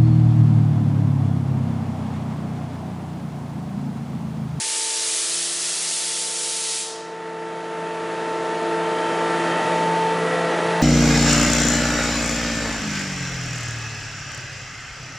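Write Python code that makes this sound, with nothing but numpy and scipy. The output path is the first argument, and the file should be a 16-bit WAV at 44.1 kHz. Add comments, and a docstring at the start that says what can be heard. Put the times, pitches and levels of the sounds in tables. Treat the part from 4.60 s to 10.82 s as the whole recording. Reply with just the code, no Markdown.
"""A loud hiss of air from a drain valve, over a screw compressor running steadily in a hard-walled room.
After two seconds the valve shuts and the hiss dies away. An automatic gain control then creeps up,
so the whine of the rotors, the hum of the shaft and the roar of the fan swell. A hand-held microphone
moves around the cabinet, which changes the balance of the tones."""
import sys
import numpy as np
from scipy import signal
from scipy.fft import rfft, irfft, next_fast_len
from scipy.io import wavfile
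from scipy.ndimage import uniform_filter1d, map_coordinates

SR = 44100
rng = np.random.default_rng(int(sys.argv[2]) if len(sys.argv) > 2 else 0)


def generate_wav(sig):
    """Save sig (samples, or channels by samples) to the path in sys.argv[1] as 16-bit PCM at SR."""
    pcm = np.round(np.clip(np.atleast_2d(sig).T, -1, 1) * 32767).astype(np.int16)
    wavfile.write(sys.argv[1], SR, pcm)


N = 274302
WHINE_HZ, SHAFT_HZ, TOP_HZ = 446.2, 28.205, 11000


def undb(db):
    """Turn decibels into a gain."""
    return np.exp(np.asarray(db) * (np.log(10) / 20))


def curves(table):
    """Turn each column of a time table into a curve with one value per sample."""
    times, *columns = np.transpose(table)
    return [np.interp(np.arange(N) / SR, times, column) for column in columns]


def at_hz(table, hz):
    """Read between (f/Hz, value) points, with octaves evenly spaced."""
    freqs, values = np.transpose(table)
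    return np.interp(np.log(hz), np.log(freqs), values)


def wander(rate):
    """A smooth random curve, about 1 in size, that heads for a new value `rate` times a second."""
    held = np.repeat(rng.standard_normal(int(N / SR * rate) + 2), 16)
    smooth = uniform_filter1d(uniform_filter1d(held, size=16), size=16)
    return 1.3 * np.interp(np.arange(N) * rate * 16 / SR, np.arange(len(held)), smooth)


def noise_bands(colour, rings=()):
    """Shape noise, scale it to strength 1 and hand it out in overlapping half-octave bands."""
    size = next_fast_len(N)
    hz = np.maximum(np.arange(size // 2 + 1) * SR / size, 1.)
    spectrum = rfft(rng.standard_normal(size)) * undb(at_hz(colour, hz))
    for ring_hz, width_hz, ring_db in rings:
        spectrum *= undb(ring_db / (1 + (2 * (hz - ring_hz) / width_hz) ** 2))
    spectrum /= np.std(irfft(spectrum * (hz < TOP_HZ), size))
    for step in range(10, 28):
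        share = np.clip(1 - np.abs(2 * np.log2(hz) - step), 0, 1)
        yield 2 ** (step / 2), irfft(spectrum * share, size)[:N]


def tone(hz, db, waver_db, rate, jitter):
    """A wavering tone whose phase shakes a little and slides as its path to the microphone changes."""
    delay_s = .035 * wander(1) / 343  # metres of drift over the speed of sound
    cycles = hz * (np.arange(N) / SR - delay_s)
    phase = 2 * np.pi * (cycles + rng.random()) + jitter * wander(15)
    return np.sqrt(2) * undb(db + waver_db * wander(rate)) * np.sin(phase)


def drain_valve():
    """An air jet weakens as its pressure falls, then shuts; in the room the highest hiss dies first."""
    # tone colour of the jet: f/Hz, relative level/dB
    jet = [(300, -40), (800, -15.5), (1500, -11.5), (2100, -7), (3000, -4), (4500, -0.5), (6500, 0.25),
           (9000, 1.1), (11000, -1.5)]
    # how long the room rings: f/Hz, time to fade by 60 dB/s
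    ring_time = [(500, 0.83), (2000, 0.62), (5000, 0.76), (7000, 0.58), (10000, 0.34)]
    weaken_at_s, sag_at_s, shut_at_s = 1.25, 2.13, 2.196
    t = np.arange(N) / SR
    spent = np.clip((t - sag_at_s) / (shut_at_s - sag_at_s), 0, 1)
    level_db = -24.4 - 1.2 * np.maximum(t - weaken_at_s, 0) - 0.42 * spent + .15 * wander(3.86)
    closed_s = np.maximum(t - shut_at_s, 0)
    fading_s = closed_s ** 2 / (closed_s + 0.032)  # the valve takes a moment to seal
    shared_flicker_db = 0.5 * wander(11.48)
    out = 0
    for hz, band in noise_bands(jet):
        thinning_db = 0.5 * spent * np.clip(np.log2(8000 / hz), 0, 1)  # lower bands sag more
        flicker_db = shared_flicker_db + 0.42 * wander(10)
        fade_db = 60 * fading_s / at_hz(ring_time, hz)
        out = out + band * undb(level_db - thinning_db + flicker_db - fade_db)
    return out


def rotor_whine():
    """The meshing rotors whine on one pitch and its next two overtones."""
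    # The step up at 2.2-2.4 s stands for the gain recovering after the valve shuts;
    # elsewhere the levels vary with the microphone's position.
    # whine over time: t/s, then level/dB at 1, 2 and 3 times WHINE_HZ
    levels = [(0, -50, -40, -66), (.3, -42, -40.5, -57), (.45, -42, -43, -57), (.6, -46.5, -48, -53),
              (.8, -49, -55, -55), (1.1, -56, -53, -54), (1.4, -49, -44.5, -54), (1.8, -42.5, -43, -53),
              (2.2, -44, -44, -52), (2.4, -41, -41.5, -51.5), (4.2, -40, -41, -50), (4.48, -44, -42, -48.5),
              (4.62, -45.5, -42.5, -48.5), (4.9, -51, -43.5, -48.5), (5.1, -46.5, -40.5, -50),
              (5.33, -43, -38, -67), (5.52, -42.5, -39.5, -54), (5.7, -43.5, -53.5, -50.5),
              (5.85, -46, -48.5, -50.5), (6, -47.5, -47.5, -51), (6.1, -45, -45, -50),
              (6.22, -42, -41.5, -72)]
    return sum(tone(k * WHINE_HZ, db, waver_db=0.87, rate=14, jitter=0.092)
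               for k, db in zip((1, 2, 3), curves(levels)))


def shaft_hum():
    """The drive shaft hums at multiples of its turning speed."""
    # hum over time: t/s, then level/dB at 6, 12 and 18 times SHAFT_HZ
    levels = [(0, -65, -52, -57), (.45, -62, -50, -54), (.8, -53.5, -45, -53), (1.2, -52.5, -47.5, -54),
              (2, -54.5, -49.5, -51), (2.25, -56.5, -50.5, -58), (2.8, -51, -46, -56),
              (4.2, -50.5, -44.5, -54), (4.5, -52, -47, -53), (4.7, -51, -45, -52), (5, -52, -48, -54),
              (5.2, -48.5, -49.5, -45), (5.4, -49, -52, -59), (5.62, -47, -67, -46.5),
              (5.9, -50, -50, -44.5), (6.05, -46.5, -44, -45), (6.22, -45, -57, -58)]
    return sum(tone(k * SHAFT_HZ, db, waver_db=1.44, rate=14, jitter=0.06)
               for k, db in zip((6, 12, 18), curves(levels)))


def middle_tones():
    """Higher overtones of rotors and shaft come and go in the room's standing waves."""
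    # two multiples of the whine, then eight of the shaft speed: f/Hz
    pitches = (4 * WHINE_HZ, 7 * WHINE_HZ, *(k * SHAFT_HZ for k in (22, 23, 24, 30, 42, 44, 67, 69)))
    # these tones over time: t/s, then level/dB of each pitch
    levels = [(0, -50, -66, -53, -58, -68, -50, -67, -70, -57, -66),
              (.9, -53.5, -62, -52.5, -57, -59, -72, -58, -70, -66, -62),
              (2, -61, -64, -58, -56, -59, -71, -68, -65, -68, -62),
              (2.7, -54.5, -68, -55, -54, -56, -56, -61, -60, -66, -57),
              (3.3, -55, -66, -51, -50, -52, -61, -60, -60, -70, -63),
              (3.7, -56, -68, -52, -48.5, -60, -57, -60, -59, -64, -69),
              (4.1, -54, -68, -50, -53, -50, -62, -63, -59, -58, -65),
              (4.45, -60, -56.5, -50.5, -49, -56, -62, -58, -56.5, -55, -64),
              (4.68, -54, -65, -50, -63, -63, -63, -52, -64, -75, -55),
              (4.899, -54, -57, -49.5, -59, -62, -55, -68, -59, -60, -55.5),
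              (5.07, -61, -66, -46, -57, -60, -56, -73, -53, -55, -53),
              (5.3, -73, -62, -50.5, -62, -59, -57, -75, -59.5, -68, -57),
              (5.55, -58, -64, -56, -54, -56, -54, -54, -62, -68, -54),
              (5.7, -62, -68, -70, -54, -53, -63, -65, -59.5, -53, -48.5),
              (5.9, -62, -65, -48, -50, -49, -52, -69, -62, -55, -54),
              (6.22, -61, -66, -51, -57, -51, -48, -63, -69, -60, -53)]
    return sum(tone(hz, db, waver_db=0.35, rate=7, jitter=0.065)
               for hz, db in zip(pitches, curves(levels)))


def faint_tones():
    """Weak tones of the machine, each wavering at random on its own."""
    # rotor overtones: multiple of WHINE_HZ, level/dB
    rotor = {5: -63.5, 6: -65.5, 8: -68, 9: -78, 10: -77, 13: -79, 15: -77, 16: -80, 17: -81}
    # shaft overtones, grouped near multiples of 23 teeth and 6 lobes: multiple of SHAFT_HZ, level/dB
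    shaft = {7: -65, 36: -73, 43: -68, 48: -71, 55: -64, 66: -67, 68: -65.5, 70: -72, 88: -73}
    # lone thin tones of the cabinet: f/Hz, level/dB
    cabinet = [(59.5, -87), (951.5, -68), (1671.5, -64), (2617.6, -74), (6206, -80)]
    overtones = [(k * WHINE_HZ, db) for k, db in rotor.items()]
    overtones += [(k * SHAFT_HZ, db) for k, db in shaft.items()]
    return sum(tone(hz, db, waver_db=2.8, rate=2.4, jitter=0.073) for hz, db in overtones + cabinet)


def fan_roar():
    """The fan drives air through the cabinet; every band of the noise flickers a little on its own."""
    # tone colour of the rushing air: f/Hz, relative level/dB
    airflow = [(30, -50), (60, -31), (85, -26.5), (130, -12.5), (200, -10.5), (255, -6.5), (430, -2.5),
               (580, -9.5), (1000, -9.5), (1800, -12), (2200, -16), (3000, -19), (5000, -26.5),
               (11000, -34)]
    # panels and ducts that ring along: f/Hz, width/Hz, boost/dB
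    panels = [(680, 167, 4.5), (1180, 67, -1.5), (1720, 270, 1), (2630, 140, 3), (3370, 130, 1)]
    # roar over time: t/s, level/dB, bass change at 200 Hz/dB
    levels = [(0, -44.5, -4), (1, -42, -3.5), (2.15, -44, -3), (2.4, -42.5, -2), (3.6, -40.5, -1),
              (4.25, -41, -2.5), (4.8, -41, -2), (5.1, -40, -2), (5.5, -42, -1), (6, -40.5, -1)]
    level_db, bass_db = curves(levels)
    out = 0
    for hz, band in noise_bands(airflow, panels):
        tilt_db = bass_db * np.clip(-np.log2(hz / 800) / 2, 0, 2)
        out = out + band * undb(level_db + tilt_db + 0.45 * wander(9))
    return out


def panel_echo(sound):
    """Add a faint, short echo off the cabinet's side; its delay drifts as the hand moves."""
    delay_ms = 1.6 + 0.273 * wander(1.5)
    echo = map_coordinates(sound, [np.arange(N) - delay_ms * SR / 1000], order=1, mode="mirror")
    return sound + undb(-19.5) * echo


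def gain_control(sound):
    """A gain that drops at once for loud sound and climbs back slowly when it gets quiet."""
    target_db, rise_db_per_s, listen_s = -26, 5.5, 0.049
    treble = signal.sosfilt(signal.butter(1, 1500, "high", fs=SR, output="sos"), sound)
    power = uniform_filter1d(treble ** 2, int(listen_s * SR), mode="reflect")
    loudness_db = 10 * np.log10(power + 1e-12)
    wanted_db = np.clip(target_db - loudness_db, -0.27, 14)
    climb_db = rise_db_per_s * np.arange(N) / SR
    slow_db = climb_db + np.minimum.accumulate(wanted_db - climb_db)
    quick_db = np.clip(0.15 * wanted_db, 0, 1.76)  # a small extra lift that comes at once
    return undb(slow_db + quick_db)


def scene():
    """Machine tones plus rushing air, the same in both channels."""
    tones = rotor_whine() + shaft_hum() + middle_tones() + faint_tones()
    air = panel_echo(fan_roar() + drain_valve())
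    return np.tile(tones + air, (2, 1))


def record(dry):
    """The microphone dulls the treble, the gain control acts, and a steep filter cuts above TOP_HZ."""
    dulled = signal.sosfilt(signal.butter(4, 13200, fs=SR, output="sos"), dry)
    top_cut = signal.ellip(20, .2, 80, TOP_HZ, fs=SR, output="sos")
    return signal.sosfilt(top_cut, dulled * gain_control(dry[0]))


dry = scene()
out = record(dry)
generate_wav(out)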